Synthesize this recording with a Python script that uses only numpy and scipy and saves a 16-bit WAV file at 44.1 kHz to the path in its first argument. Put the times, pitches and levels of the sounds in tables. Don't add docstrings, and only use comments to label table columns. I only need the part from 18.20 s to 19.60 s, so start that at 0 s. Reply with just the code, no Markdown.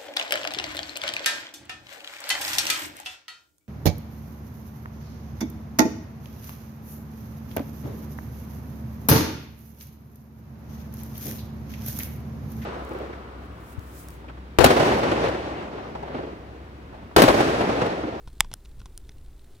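import sys
import numpy as np
from scipy import signal
from scipy.fft import rfft, irfft
from scipy.io import wavfile
from scipy.ndimage import uniform_filter1d

SR = 44100
rng = np.random.default_rng(int(sys.argv[2]) if len(sys.argv) > 2 else 0)


def store_pcm(level_fs):
    pcm = np.round(np.clip(level_fs, -1, 1) * 32767).astype(np.int16)
    wavfile.write(sys.argv[1], SR, np.atleast_2d(pcm).T)


N = 61739
TIME_S = np.arange(N) / SR

# start_s, level_db, tilt_db_per_octave, body_db, thump_db, scuff_s
SNAP_CONTACT = [(0.2061, -10, 1.97, 1, -22.5, .0014)]


def undb(db):
    return 10 ** (np.asarray(db) / 20)


def unit(x):
    return x / np.sqrt(np.mean(x ** 2))


def bins_hz():
    return np.maximum(np.arange(N // 2 + 1) * SR / N, 1)


def noise(spectrum):
    hz, db = np.array(spectrum, float).T
    gain = undb(np.interp(np.log(bins_hz()), np.log(hz), db))
    return unit(irfft(rfft(rng.standard_normal(N)) * gain, N))


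def drift(rate_hz):
    hold = int(SR / rate_hz)
    steps = np.repeat(rng.standard_normal(N // hold + 1), hold)
    return unit(uniform_filter1d(steps, hold)[:N])


def ring(modes, lag_at_1khz_s=.00072):
    f = bins_hz()
    power = sum(undb(db) ** 2 / (1 + ((f * f - hz * hz) / (f * width_hz)) ** 2) ** 2
                for hz, width_hz, db in modes)
    cepstrum = irfft(np.log(power + 1e-5), N)[:N // 2]
    cepstrum[0] /= 2
    bend_cycles = 2 * lag_at_1khz_s * np.sqrt(1000 * f)
    return np.exp(rfft(cepstrum, N) - 2j * np.pi * bend_cycles)


def taps(contacts, modes, scuff, thump_hz, thump_decay_s, thump_pan_db, landing=0):
    f, response = bins_hz(), ring(modes)
    body_band = np.exp(-.5 * (np.log2(f / 900) / .45) ** 2)
    octaves = np.log2(np.maximum(f, 500) / 2000)
    rub = landing * np.exp(-TIME_S[::-1] / .002)
    pan_db = thump_pan_db * np.array([[.5], [-.5]])
    out = np.zeros((2, N))
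    for start_s, level_db, tilt_db_per_octave, body_db, thump_db, scuff_s in contacts:
        grit = rng.standard_normal(N) * (np.exp(-TIME_S / scuff_s) + rub)
        force = scuff * grit / np.linalg.norm(grit)
        force[0] += 1
        colour = undb(tilt_db_per_octave * octaves + body_db * body_band)
        delay = np.exp(-2j * np.pi * f * start_s)
        hit = irfft(rfft(force) * response * colour * delay, N)
        out += undb(level_db) * hit / np.linalg.norm(hit) * np.sqrt(.01 * SR)
        age_s = np.maximum(TIME_S - start_s, 0)
        envelope = np.e * np.exp(-age_s / thump_decay_s) * (1 - np.exp(-age_s / .0003))
        out += undb(thump_db + pan_db) * envelope * np.sin(2 * np.pi * thump_hz * age_s)
    return out


def rumble():
    spectrum = [(8, 0.5), (18, 3), (30, 1), (60, -6), (85, -10.5), (125, -15.5), (170, -19.5), (240, -23.5),
                (330, -37.5), (500, -65)]
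    swells = [(0, -48), (.08, -42.5), (.15, -46.5), (.25, -38), (.33, -43), (.42, -48.5), (.56, -42),
              (.67, -41.5), (.74, -47.5), (.96, -42), (1.22, -48.5), (1.31, -47), (1.4, -46.5)]
    level_db = np.interp(TIME_S, *np.array(swells).T)
    return noise(spectrum) * undb(level_db + 1.2 * drift(21))


def hum():
    partials = [(59.5, -53.5), (119, -67)]
    out = np.zeros(N)
    for pitch_hz, level_db in partials:
        gain = undb(level_db + 1.5 * drift(16))
        phase = 2 * np.pi * (pitch_hz * TIME_S + rng.random()) + .54 * drift(9.6)
        out += gain * unit(np.sin(phase))
    return out


def air():
    spectrum = [(200, -6), (300, 0.5), (400, -1), (480, -8), (560, -11), (800, -14.5), (1600, -19.5),
                (2500, -22.5), (3800, -24.5), (6000, -27), (9000, -27), (13000, -29.5), (15500, -32)]
    low_cut = signal.butter(2, 265, "high", fs=SR, output="sos")
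    return unit(signal.sosfilt(low_cut, noise(spectrum))) * undb(-61.5 + .5 * drift(21))


def whine(pitch_hz=14723):
    tone = undb(-78) * unit(np.sin(2 * np.pi * pitch_hz * TIME_S + .5 * drift(25)))
    return np.array([tone, .15 * tone])


def microphone_hiss():
    spectrum = [(40, -28.5), (100, 1), (350, 4.5), (1200, 0), (2200, -9.5), (5000, -6), (9000, 1),
                (15500, 1)]
    side = undb(-69) * noise(spectrum)
    return np.array([side, -side])


def rustle(creaks_per_s=89, level_db=-71):
    modes = [(1500, 1500, -10), (3800, 1800, -2.5), (8500, 4000, -9)]
    onsets = (rng.random(N) < creaks_per_s / SR) * rng.uniform(.17, 1, N)
    envelope = signal.fftconvolve(onsets, np.hanning(N // 150))[:N]
    creaks = envelope * rng.standard_normal(N)
    return undb(level_db) * unit(irfft(rfft(creaks) * ring(modes), N) + 1e-12)


def knocks():
    # start_s, level_db, tilt_db_per_octave, body_db, thump_db, scuff_s
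    contacts = [(0.0751, -48.5, -0.5, 4, -34.5, 0.0071), (0.1995, -55.5, 3, -2.5, -61, 0.003),
                (0.2461, -48.5, -1.1, 2, -51, .0025), (0.3152, -48, 0, -3, -37, 0.0054),
                (0.3307, -50, -0.5, -11, -35, 0.0035), (0.4511, -60, 1.5, -10, -43, .002),
                (0.4567, -56, 0.6, -13, -46, .003), (0.5971, -62.5, 8, -13, -38.5, .0015),
                (0.6025, -57.5, -1.8, -20, -58, 0.0017), (0.6162, -55, -2, 1.5, -38, .003),
                (0.6577, -48.5, 2.9, 7.5, -37, 0.0037), (0.8927, -50.5, 1.1, -8.5, -36.5, 0.0014)]
    modes = [(550, 320, -6), (805, 390, -1), (1010, 260, 0), (1450, 200, -0.5), (2060, 695, -9),
             (2680, 820, -9.5), (3350, 620, -6), (4000, 800, -8.5), (4650, 570, -11.5), (5550, 1300, -8),
             (6700, 1000, -21), (7800, 1300, -18.5), (9100, 780, -12.5), (11500, 4500, -31.5)]
    return taps(contacts, modes, scuff=1, thump_hz=69.6, thump_decay_s=.0023, thump_pan_db=1.6,
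                landing=.11)


def snap():
    modes = [(856, 260, -2.5), (1157, 520, -6), (1820, 460, -6), (2210, 640, -2), (2850, 770, -5.5),
             (3390, 720, 0), (4953, 1300, -6), (5835, 1900, -6.5), (7435, 1800, -4.5), (8220, 1300, -5),
             (9600, 1700, -7.5), (11200, 1100, -9.5), (11800, 900, -20), (14840, 1500, -13.5)]
    return taps(SNAP_CONTACT, modes, scuff=.09, thump_hz=83, thump_decay_s=.0016, thump_pan_db=3)


def low_sway(sway_hz=25, decay_s=.057):
    age_s = np.maximum(TIME_S - SNAP_CONTACT[0][0], 0)
    envelope = (1 - np.exp(-age_s * sway_hz * 4)) * np.exp(-age_s / decay_s)
    return -undb(-26.5) * envelope * np.sin(2 * np.pi * sway_hz * age_s)


def ticks():
    # start_s, level_db, tilt_db_per_octave, body_db, thump_db, scuff_s
    contacts = [(0.3388, -34, 0.2, 4.5, -48.5, 0.00098), (0.7768, -42.5, 1.5, -2.5, -49, 0.0015)]
    modes = [(640, 540, -12), (1490, 500, -7.5), (3150, 700, -7.5), (4200, 670, -9.5), (5480, 2100, -6),
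             (6750, 660, -7), (9390, 1370, 1.5), (11300, 1800, -20), (12500, 1500, -10), (14400, 1300, -9)]
    return taps(contacts, modes, scuff=.36, thump_hz=78.4, thump_decay_s=.0072, thump_pan_db=1.5)


def reflections(direct, level_db=-39.5, decay_s=.028):
    spectrum = [(200, -10), (700, 5.5), (1500, 0), (3500, -1.5), (7000, -10), (15000, -26)]
    impulse = noise(spectrum) + .3 * np.array([noise(spectrum), noise(spectrum)])
    impulse *= np.exp(-TIME_S / decay_s)
    impulse /= np.linalg.norm(impulse[0])
    return undb(level_db) * signal.fftconvolve(direct, impulse, axes=1)[:, :N]


def scene():
    left_lag_s = 23e-6
    handling = snap() + ticks() + knocks() + rustle()
    left, right = handling + reflections(handling)
    left = irfft(rfft(left) * np.exp(-2j * np.pi * bins_hz() * left_lag_s), N)
    background = rumble() + hum() + air() + whine() + microphone_hiss()
    return np.array([left, right]) + low_sway() + background


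def record(dry):
    low_pass = signal.ellip(8, .2, 70, 15900, fs=SR, output="sos")
    return signal.sosfilt(low_pass, np.clip(dry, -1, 1))


dry = scene()
out = record(dry)
store_pcm(out)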